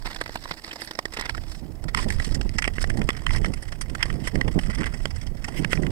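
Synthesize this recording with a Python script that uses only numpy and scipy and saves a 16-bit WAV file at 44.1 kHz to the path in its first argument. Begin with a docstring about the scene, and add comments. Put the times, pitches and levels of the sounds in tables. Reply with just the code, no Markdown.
"""Skating on thin river ice

Blades crunch and hiss on the ice: noise grains coloured for a left and a right microphone port.
Cracks snap as short bursts of noise with a ring and a dull knock; brief skids add bright sprays.
Wind rumbles, flutters and thumps, far louder on the right, over a low drone with a faint hum.
The camera first looks down, then tilts ahead, and the colour of blades and cracks shifts with it.
"""
import sys
import numpy as np
from scipy import signal
from scipy.fft import rfft, irfft, next_fast_len
from scipy.io import wavfile
from scipy.ndimage import uniform_filter1d

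SR = 44100
rng = np.random.default_rng(int(sys.argv[2]) if len(sys.argv) > 2 else 0)


def generate_wav(sig):
    """Save sig (samples, or channels by samples) to the path in sys.argv[1] as 16-bit PCM at SR."""
    pcm = np.round(np.clip(np.atleast_2d(sig).T, -1, 1) * 32767).astype(np.int16)
    wavfile.write(sys.argv[1], SR, pcm)


N = 260631

# How the wind's strength changes. Each row: time in seconds, rumble in dB before the wind's trims.
WIND_STRENGTH = [(0.0, -37), (0.55, -41), (0.8, -52), (1.17, -39.5), (1.33, -30.5), (1.47, -34.5),
                 (1.9, -30), (2.1, -23), (2.42, -25), (2.62, -29), (2.95, -21.5), (3.22, -29), (3.4, -19),
                 (3.62, -31), (4.1, -28.5), (4.75, -24.5), (5.0, -27), (5.91, -30.5)]
# Colour of the ice sounds at the right port.
# Each row: frequency in Hz, gain looking down in dB, gain looking ahead in dB.
RIGHT_COLOUR = [(94, -2, 4.5), (288, 1.5, -1.5), (900, -0.5, -3), (1120, -3, 2.5), (1690, 1, 5.5),
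                (1965, 4.5, 13), (2335, -4, 0.5), (3234, -9, -1.5), (3930, -4, -19), (5220, -1, -6),
                (6620, -20.5, -22), (7790, -8.5, -12.5), (8900, -15, -13), (10730, -32, -32.5),
                (12700, -18, -34), (15400, -63, -40)]
# Colour of the ice sounds at the left port.
# Each row: frequency in Hz, gain looking down in dB, gain looking ahead in dB.
LEFT_COLOUR = [(97, -2.5, -11), (276, -0.5, -3), (1000, -6, -5.5), (1180, -12.5, -6), (1560, -18.5, -15),
               (2000, -10.5, -4.5), (2300, -13.5, -11), (3450, -12, -14.5), (5600, -19, -25.5),
               (6300, -25, -29), (9200, -18.5, -26), (11000, -29, -30.5), (13300, -24.5, -43),
               (15800, -41, -41)]
DOWN, AHEAD = 1, 2  # the gain columns of the two port tables


def amp(db):
    """Turns decibels into a plain factor."""
    return 10 ** (np.asarray(db) / 20)


def unit(x):
    """Scales to an rms of 1."""
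    return x / np.sqrt(np.mean(x ** 2) + 1e-20)


def colour(table, hz, axis=1):
    """Gain at hz from one dB column of a spectrum table."""
    table = np.array(table, float)
    return amp(np.interp(np.log(hz + 1), np.log(table[:, 0] + 1), table[:, axis]))


def port_colours(hz, view):
    """Gains of the left and right port while the camera looks down or ahead."""
    return np.array([colour(port, hz, axis=view) for port in (LEFT_COLOUR, RIGHT_COLOUR)])


def curve(table):
    """Gain at every sample from the dB column of a time table."""
    table = np.array(table, float)
    return amp(np.interp(np.arange(N) / SR, table[:, 0], table[:, 1]))


def shaped(x, gain):
    """Filters x by a gain that is a function of frequency."""
    size = next_fast_len(N + 4096)
    return irfft(rfft(x, size) * gain(np.fft.rfftfreq(size, 1 / SR)), size)[..., :N]


def highpass(hz, corner_hz):
    """A steep gain that lets only the treble above the corner through."""
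    return 1 - 1 / (1 + (hz / corner_hz) ** 12)


def wander(rate_hz):
    """Smooth random movement with an rms of 1, mostly slower than the given rate."""
    return unit(shaped(rng.standard_normal(N), lambda hz: 1 / (1 + (hz / rate_hz) ** 4)))


def patchy(x, depth_db):
    """Lets the colour shift from moment to moment, as the blade meets ever new ice."""
    z = signal.stft(x, nperseg=512, noverlap=384)[2]
    patches = rng.standard_normal(z.shape[:0:-1]).T
    # smooth the random gains over frequency, then over time
    patches = uniform_filter1d(patches, size=6, axis=0)
    patches = unit(uniform_filter1d(patches, size=9, axis=1))
    return signal.istft(z * amp(depth_db * patches), nperseg=512, noverlap=384)[1][:, :N]


def causal(gain):
    """Minimum-phase response: resonances ring after a click, never before."""
    log_gain = np.log(np.concatenate([gain, gain[-2:0:-1]]) + 1e-5)
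    return np.exp(np.conj(signal.hilbert(log_gain)))[:len(gain)]


def tilt(s):
    """0 while the camera looks down, 1 once it looks ahead, with a steady swing between."""
    start_s, end_s = 0.79, 2.66
    return np.clip((s - start_s) / (end_s - start_s), 0, 1)


def bands(hz):
    """Shares of the knock, snap and splinter registers; they sum to 1."""
    low_hz, high_hz = 790, 3900
    low = 1 / (1 + (hz / low_hz) ** 10)
    high = 1 - 1 / (1 + (hz / high_hz) ** 10)
    return low, 1 - low - high, high


def port_pair(near, other, hz):
    """Left and right spectra: alike in the bass, out of step and less alike in the treble."""
    lag_rad, turn_hz, apart_hz = 1.82, 1400, 3800
    same = 1 / np.sqrt(1 + (hz / apart_hz) ** 2)
    turn = np.exp(1j * (lag_rad - 2 * np.pi) / (1 + (turn_hz / (hz + 1)) ** 7))
    left = turn * (same * near + np.sqrt(1 - same ** 2) * other)
    return np.array([left, near])


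def add(mix, s, sound):
    """Adds a short sound to the mix from s seconds on, cut at the end of the mix."""
    part = mix[:, max(round(s * SR), 0):][:, :sound.shape[1]]
    part += sound[:, :part.shape[1]]


def sheet():
    """The ice sheet drones under the skater's weight: low filtered noise plus a narrow faint hum."""
    # Colour of the drone. Each row: frequency in Hz, gain in dB.
    drone_colour = [(20, -25), (110, -8), (230, 4.5), (420, -3.5), (560, -4), (660, -0.5), (850, -6.5),
                    (1400, -18), (4000, -28), (14000, -25)]
    drone_db, sway_db, sway_hz = -52, 0.37, 2.8
    hum_hz, hum_half_width_hz, hum_db = 320, 9, -56
    left_db = -5.5  # against the right port

    wide, narrow = rng.standard_normal((2, N))
    drone = unit(shaped(wide, lambda hz: colour(drone_colour, hz)))
    drone *= amp(drone_db + sway_db * wander(sway_hz))
    hum = unit(shaped(narrow, lambda hz: 1 / (1 + ((hz - hum_hz) / hum_half_width_hz) ** 2)))
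    return (drone + hum * amp(hum_db)) * amp([[left_db], [0]])


def flutter_level():
    """Gain of the flutter: it follows the wind and swells in every gust, added as power."""
    # Gusts at the port. Each row: middle in seconds, half length in seconds,
    # level in dB before the wind's shaping.
    gust_rows = [(1.657, 0.056, -37.5), (1.865, 0.028, -32.5), (1.972, 0.018, -20.5), (2.065, 0.049, -26),
                 (2.356, 0.075, -28.5), (2.984, 0.062, -22), (3.412, 0.025, -25), (3.5, 0.036, -24.5),
                 (3.924, 0.039, -30), (4.178, 0.094, -29), (4.369, 0.038, -20), (4.476, 0.039, -23.5),
                 (4.572, 0.027, -20.5), (4.697, 0.031, -25.5), (4.801, 0.029, -21.5), (5.612, 0.1, -25.5),
                 (5.862, 0.096, -22)]
    between_gusts_db = -10.5  # against the wind strength curve
    t = np.arange(N) / SR
    gusts = sum((amp(db) * np.exp(-((t - s) / half) ** 2)) ** 2 for s, half, db in gust_rows)
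    return np.sqrt((curve(WIND_STRENGTH) * amp(between_gusts_db)) ** 2 + gusts)


def wind():
    """Eddies hit mostly the right port: deep rumble, lumpy flutter in strong gusts, single thumps."""
    # Colour of the rumble. Each row: frequency in Hz, gain in dB.
    rumble_colour = [(8, -11), (25, 4.5), (50, -2), (100, -8), (160, -16.5), (300, -33.5), (600, -64),
                     (1500, -94)]
    # Colour of the flutter. Each row: frequency in Hz, gain in dB.
    flutter_colour = [(40, -25), (130, -0.5), (200, -4), (320, -9.5), (500, -17.5), (800, -26.5),
                      (1400, -41.5), (4000, -67)]
    # Single eddies striking the port. Each row: middle in seconds, level in dB before halving.
    buffet_rows = [(2.066, -17), (2.276, -23.5), (2.332, -35), (2.458, -19.5), (2.557, -25), (4.581, -15.5),
                   (4.694, -18.5), (5.796, -14)]
    rumble_db, gust_rumble_db, calm_db = 1.0, -5.0, -51
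    lumps_db, lumps_hz = 3.5, 40
    swell_db, swell_hz = 1.78, 12
    buffet_s = 0.0062
    left_db = -32  # the left port is sheltered

    t = np.arange(N) / SR
    deep, fast, sudden = rng.standard_normal((3, 2, N))
    gust = flutter_level()
    rumble = unit(shaped(deep, lambda hz: colour(rumble_colour, hz)))
    rumble *= np.hypot(curve(WIND_STRENGTH) * amp(rumble_db), gust * amp(gust_rumble_db))
    # light air flows past with hardly any flutter
    gust = gust ** 3 / (gust ** 2 + amp(calm_db) ** 2)
    lumpy = fast * amp(lumps_db * wander(lumps_hz))
    flutter = unit(shaped(lumpy, lambda hz: colour(flutter_colour, hz)))
    out = rumble * amp(swell_db * wander(swell_hz)) + flutter * gust
    # a buffet is a brief puff with both the rumble and the flutter in it
    eddy = shaped(sudden, lambda hz: colour(flutter_colour, hz) + colour(rumble_colour, hz))
    for s, db in buffet_rows:
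        near = abs(t - s) < 4 * buffet_s
        thump = eddy[:, near] * np.exp(-((t[near] - s) / buffet_s) ** 2)
        out[:, near] += amp(db) * unit(thump) / 2
    return out * amp([[left_db], [0]])


def skids():
    """An edge slips sideways and sprays ice dust: short swells of bright, grainy noise."""
    # Each row: middle in seconds, half length in seconds, level in dB, lift of the top treble in dB.
    skid_rows = [(0.813, 0.0083, -36.5, 16), (0.848, .02, -44.5, 23), (1.998, 0.042, -34, -14),
                 (4.264, 0.027, -36, -4), (5.582, 0.022, -32, 7), (5.726, 0.013, -27, 5)]
    corner_hz, top_hz = 3200, 9500
    patch_db, grit_db, grit_hz = 3.5, 1.5, 400

    t, out = np.arange(N) / SR, np.zeros((2, N))
    dust = patchy(rng.standard_normal((2, N)), patch_db)
    dust = dust * amp(grit_db * wander(grit_hz))
    dust = shaped(dust, lambda hz: port_colours(hz, AHEAD) * hz ** 2 / (hz ** 2 + corner_hz ** 2))
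    top = shaped(dust, lambda hz: highpass(hz, top_hz))
    for s, half, db, lift_db in skid_rows:
        spray = dust + (amp(lift_db) - 1) * top
        out += amp(db) * spray / spray[1].std() * np.exp(-((t - s) / half) ** 2)
    return out


def edge_levels():
    """Gains of crunch and hiss: flat glide plus scrapes that dig in, hold and let go."""
    # The blades running flat, louder on rough ice.
    # Each row: time in seconds, level in dB before the blades' trims.
    glide_rows = [(0.0, -47.5), (0.85, -49.5), (1.04, -56), (1.3, -49), (1.53, -47.5), (1.62, -59),
                  (1.92, -60.5), (2.1, -47), (2.47, -53), (3.3, -49), (3.9, -51), (4.8, -50), (5.4, -54),
                  (5.55, -46), (5.91, -49.5)]
    # An edge bites and scrapes. Each row: start in seconds, length in seconds,
    # crunch in dB and hiss in dB, both before the blades' trims.
    scrape_rows = [(0.044, 0.09, -40.5, -43.5), (0.314, 0.23, -53.5, -47.5), (0.629, 0.12, -42.5, -42),
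                   (0.805, 0.037, -45, -44), (1.113, 0.043, -43, -45), (1.159, 0.12, -37, -53),
                   (1.476, 0.11, -62, -45), (1.959, 0.084, -41.5, -38.5), (2.077, 0.064, -42, -40),
                   (2.191, 0.12, -46, -41.5), (2.63, 0.061, -42, -50), (2.737, 0.059, -42, -42),
                   (2.8, 0.029, -38.5, -33), (3.134, 0.063, -45, -59), (3.302, 0.074, -37.5, -38.5),
                   (3.991, 0.054, -34.5, -54), (4.035, 0.078, -44.5, -47), (4.348, 0.074, -46, -51),
                   (4.59, 0.062, -48, -46), (4.691, 0.2, -38.5, -48.5), (4.968, 0.073, -46.5, -46),
                   (5.71, 0.06, -44, -44)]
    hiss_down_db, hiss_ahead_db = 0.5, -2  # glide hiss against its crunch, before the trims
    bite_s, release_s = 0.009, 0.014

    t = np.arange(N) / SR
    glide = curve(glide_rows)
    glide_hiss = glide * amp(hiss_down_db + (hiss_ahead_db - hiss_down_db) * tilt(t))
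    power = np.array([glide, glide_hiss]) ** 2
    for s, length, crunch_db, hiss_db in scrape_rows:
        attack = np.clip((t - s) / bite_s, 0, 1)
        release = np.exp(-np.clip((t - s - length) / release_s, 0, 20))
        power += (amp([[crunch_db], [hiss_db]]) * attack * release) ** 2
    return np.sqrt(power)


def blades(crunch, hiss):
    """Steel shaves the ice: a fine hiss and a spray of small chips swell as the edge bites."""
    crunch_db, crunch_flicker_db = -2.0, 4.5
    hiss_db, hiss_flicker_db = -3.5, 3.5
    flicker_hz, patch_db, left_db = 70, 2.0, 2.0
    chips_per_s, chip_db, chip_s = 700, 4.0, 0.003
    steady_share = 0.65  # amount of even noise between the chips
    low_share = 0.47  # amount of the low register in the crunch
    dust_hz, dust_db = 10500, -52

    chip_size = amp(chip_db * np.minimum(rng.exponential(1, N), 4))
    chips = (rng.random(N) < chips_per_s / SR) * chip_size
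    # the power of each chip dies away in a few milliseconds
    chips = signal.lfilter([1], [1, -np.exp(-1 / (chip_s * SR))], chips ** 2)
    grainy = rng.standard_normal((2, N)) * np.sqrt(steady_share ** 2 + chips / chips.mean())
    drive = patchy(grainy, patch_db)

    size = next_fast_len(N)
    hz = np.fft.rfftfreq(size, 1 / SR)
    pair = port_pair(*rfft(drive, size), hz)
    low, mid, high = bands(hz)
    bite = wander(flicker_hz)
    crunch = crunch * amp(crunch_db + crunch_flicker_db * bite)
    hiss = hiss * amp(hiss_db + hiss_flicker_db * bite)
    up = tilt(np.arange(N) / SR)
    out = np.zeros((2, N))
    # crossfade from looking down to looking ahead
    for view, share in ((DOWN, 1 - up), (AHEAD, up)):
        heard = pair * port_colours(hz, view)
        for band, level in ((mid + low_share * low, crunch), (high, hiss)):
            part = irfft(band * heard, size)[:, :N]
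            out += share * level * part / part[1].std()
    # the finest dust, in the top treble, fades when the hiss is weak and lifts when it is strong
    dust = shaped(out, lambda hz: highpass(hz, dust_hz))
    out += dust * (np.sqrt(2 * hiss / (hiss + amp(dust_db))) - 1)
    return out * amp([[left_db], [0]])


def ticks(crunch):
    """Rows for faint cracks at random moments, stronger where the edge bites harder."""
    # limits of the random draws: level over the crunch in dB, knock and splinter against
    # that level in dB, length in seconds, ring in Hz
    lowest, highest = (1.5, -18, -8, 0.003, 1000), (8.5, -6, 2, 0.008, 7000)
    per_s = 16
    draws = rng.random((200, 6))
    times = np.cumsum(0.5 + draws[:, 0]) / per_s
    drawn = np.array(lowest) + draws[:, 1:] * np.subtract(highest, lowest)
    rows = []
    for s, (over_db, *rest) in zip(times, drawn):
        if s < N / SR:
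            rows.append((s, 20 * np.log10(crunch[int(s * SR)]) + over_db, *rest))
    return rows


def chatter():
    """Rows for a blade chattering: an even run of soft scuffs, each a little softer than the last."""
    # The first scuff. Its values: level in dB, knock against it in dB, splinter treble against it
    # in dB, length in seconds, ring in Hz.
    first_scuff = (-39, -20, -0.5, 0.008, 5500)
    count, start_s, gap_s, fade_db = 4, 5.105, 0.0535, -0.7
    db, *rest = first_scuff
    return [(start_s + k * gap_s, db + k * fade_db, *rest) for k in range(count)]


def cracks(rows):
    """Each crack is a quick run of tiny fractures plus one push that bends the sheet."""
    spread = 0.47  # time to the peak of the run, as a share of the crack's length
    edge_bite_s, bite_db = 0.003, -20  # the edge presses in before the ice gives
    tail_s, tail_db = 0.01, -25
    flex, flex_s = 1.0, 0.00023  # strength of the push, and its delay after the peak
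    grit_db, uneven_db = 2.5, 2.5
    ring_db, ring_width = 7.5, 0.14  # the width is a share of the ring's pitch
    size = 4096

    early = (size // 5) / SR  # room for the sound ahead of the crack
    t, hz = np.arange(size) / SR - early, np.fft.rfftfreq(size, 1 / SR)
    down, ahead = port_colours(hz, DOWN), port_colours(hz, AHEAD)
    low, mid, high = bands(hz)
    reference = SR / 100  # levels are rms over 10 ms
    out = np.zeros((2, N))
    for s, db, knock_db, splinter_db, length, ring_hz in rows:
        u = np.maximum(t, 0) / max(spread * length, 1e-4)
        # the edge bites, the ice gives, crumbs follow
        run = amp(bite_db) * np.exp(-abs(t) / edge_bite_s)
        run += np.e * u * np.exp(-u)
        run += amp(tail_db) * np.exp(-abs(t) / tail_s) * (1 - np.exp(-u))
        grains = rng.standard_normal((4, size))
        near, other = rfft(grains[:2] * run * amp(grit_db * grains[2]))
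        # bending waves are slow, so the knock trails the snap
        delay = early + flex_s + spread * length
        push = flex * np.sqrt(np.mean(abs(near) ** 2)) * np.exp(-2j * np.pi * hz * delay)
        # every piece has one main resonance and an uneven colour of its own
        uneven = uniform_filter1d(grains[3, :len(hz)], size=50)
        uneven = unit(uniform_filter1d(uneven, size=30))
        ring = ring_db / (1 + ((hz / ring_hz - 1) / ring_width) ** 2)
        piece = amp(ring + uneven_db * uneven)
        view = down ** (1 - tilt(s)) * ahead ** tilt(s)
        ports = np.array([causal(gain * piece) for gain in view])
        # the knock is levelled at the left port (0), snap and splinter at the right (1)
        layers = ((low, near + push, knock_db, 0), (mid, near, 0, 1), (high, near, splinter_db, 1))
        for band, drive, level_db, port in layers:
            part = irfft(band * ports * port_pair(drive, other, hz))
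            part *= np.sqrt(reference / np.sum(part[port] ** 2))
            add(out, s - early, amp(db + level_db) * part)
    return out


def scene():
    """Open ice gives no room: only direct sound, all layers added up."""
    # The cracks that stand out. Each row: time in seconds, snap level in dB, knock of the sheet
    # against the snap in dB, splinter treble against the snap in dB, length in seconds,
    # ring of the broken piece in Hz.
    clear_cracks = [(0.074, -33, -9.5, -14, 0.0025, 2110), (0.129, -39, -20, -7, 0.0038, 4140),
                    (0.16, -32.5, -22, -7, 0.0049, 3680), (0.2118, -22.5, -10.5, -12.5, 0.005, 1210),
                    (0.259, -31.5, -14, -13, 0.0048, 1350), (0.2924, -36, -3, -10, 0.0036, 890),
                    (0.355, -27.5, -7.5, -9, 0.0044, 850), (0.454, -32.5, -11, -19, 0.004, 1150),
                    (0.509, -25, -11.5, -9, 0.0072, 5000), (0.71, -31.5, -28, -23, 0.0068, 2810),
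                    (0.816, -30.5, -13, -2, 0.008, 4650), (0.8733, -36, -11, -1, 0.0057, 5300),
                    (0.9095, -32, -10, -3.5, 0.004, 3280), (0.951, -39.5, -7, 2, 0.0044, 5640),
                    (0.9885, -22.5, -10.5, -7, 0.0033, 6800), (1.0542, -24.5, -10.5, -8, 0.0026, 1800),
                    (1.187, -32, -4.5, -13, 0.004, 2000), (1.1945, -28, -20, -4.5, 0.0047, 3660),
                    (1.221, -30.5, -32, -19, 0.006, 2110), (1.2617, -32.5, -27, -18, 0.0021, 2100),
                    (1.2935, -23, -22, -9.5, 0.004, 1680), (1.3474, -30, -17, -14, 0.0042, 1290),
                    (1.377, -33.5, -8.5, -16, 0.0036, 1540), (1.84, -40.5, -7, -1, 0.0032, 8730),
                    (1.8814, -32.5, -14, -7.5, 0.01, 1300), (1.947, -17.5, -46, -10, 0.0017, 1160),
                    (1.9712, -22, -35, -9, 0.0076, 1060), (1.985, -24, -34, -11, 0.011, 1040),
                    (2.1036, -22.5, -22, -11.5, 0.00087, 1690), (2.1985, -23.5, -17, -17, 0.0041, 1300),
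                    (2.244, -32.5, -29, 1, 0.0088, 4240), (2.3446, -32, -29, 4, 0.0081, 6300),
                    (2.412, -30.5, -12, -5, 0.0029, 4400), (2.4927, -37, -16, -1.5, 0.0009, 4550),
                    (2.583, -18, -28, -6.5, 0.0067, 6050), (2.6217, -22, -40, -9.5, 0.0039, 2540),
                    (2.6416, -22.5, -44, -12, 0.0025, 2740), (2.65, -23, -29, -29, 0.0045, 2680),
                    (2.6765, -21.5, -7.5, -10, 0.0032, 2760), (2.783, -25, -10, -33, 0.0014, 1880),
                    (2.8403, -24, -11, -13, 0.0041, 3700), (2.8982, -25, -18, -11, 0.005, 2100),
                    (2.9705, -36, -5, -2, 0.0061, 850), (3.016, -28, -13, -13.5, 0.0029, 845),
                    (3.089, -17.5, -9.5, -14, 0.0042, 810), (3.1032, -25, -24, -10, 0.0028, 3450),
                    (3.2653, -19, -44, -16, 0.0023, 990), (3.292, -27.5, -35, -20, 0.0022, 2390),
                    (3.306, -26.5, -36, -20, 0.0036, 930), (3.347, -28, -35, -14, 0.0055, 960),
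                    (3.4445, -22.5, -15, -15, 0.0039, 1230), (3.4577, -29.5, -15, -8.5, 0.0048, 3750),
                    (3.5366, -34, -11, -1.5, 0.0053, 9600), (3.622, -37, -9, 0, 0.0093, 9200),
                    (3.7223, -33.5, -11, -6.5, 0.0057, 4420), (3.81, -30.5, -16, 2.5, 0.0089, 9900),
                    (3.9492, -27, -18, -10.5, 0.0042, 1280), (4.0266, -15, -50, -8, 0.0049, 3100),
                    (4.1, -28, -18, -18, 0.0055, 2090), (4.2712, -23, -16, -6.5, 0.008, 9700),
                    (4.3557, -27, -7, -12, 0.0028, 1980), (4.4116, -17.5, -27, -18, 0.0021, 1980),
                    (4.4781, -30, -5, -10, 0.0051, 900), (4.5892, -26.5, -9, -9.5, 0.0046, 2910),
                    (4.701, -34, -17, -9.5, 0.0054, 930), (4.8035, -37, -26, -13, 0.0061, 875),
                    (4.8185, -31, -17, -16, 0.0033, 980), (4.8315, -30.5, -13, -16, 0.0026, 1090),
                    (4.8404, -28.5, -18, -13.5, 0.0032, 2860), (4.9365, -32.5, -13, -6, 0.012, 7800),
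                    (5.0551, -24, -9, -8, 0.0018, 1056), (5.442, -27.5, -40, -6, 0.0069, 6940),
                    (5.4818, -32.5, -5, -6.5, 0.0072, 910), (5.6467, -20, -21, -15.5, 0.0016, 2500),
                    (5.7302, -16.5, -12, -15, 0.0032, 2800), (5.7746, -30, -18, -28, 0.0014, 2070),
                    (5.832, -31, -30, -16, 0.003, 2050), (5.8658, -30, -21, -13.5, 0.0029, 2900)]
    crunch, hiss = edge_levels()
    background = sheet() + wind()
    skating = skids() + blades(crunch, hiss)
    return background + skating + cracks([*clear_cracks, *chatter(), *ticks(crunch)])


def record(dry):
    """The camera's band limit: a steep low-pass filter takes away the highest treble."""
    edge_hz = 15800
    lowpass = signal.firwin(301, edge_hz, window=("kaiser", 9), fs=SR)
    return signal.oaconvolve(dry, lowpass[None], "same")


dry = scene()
out = record(dry)
generate_wav(out)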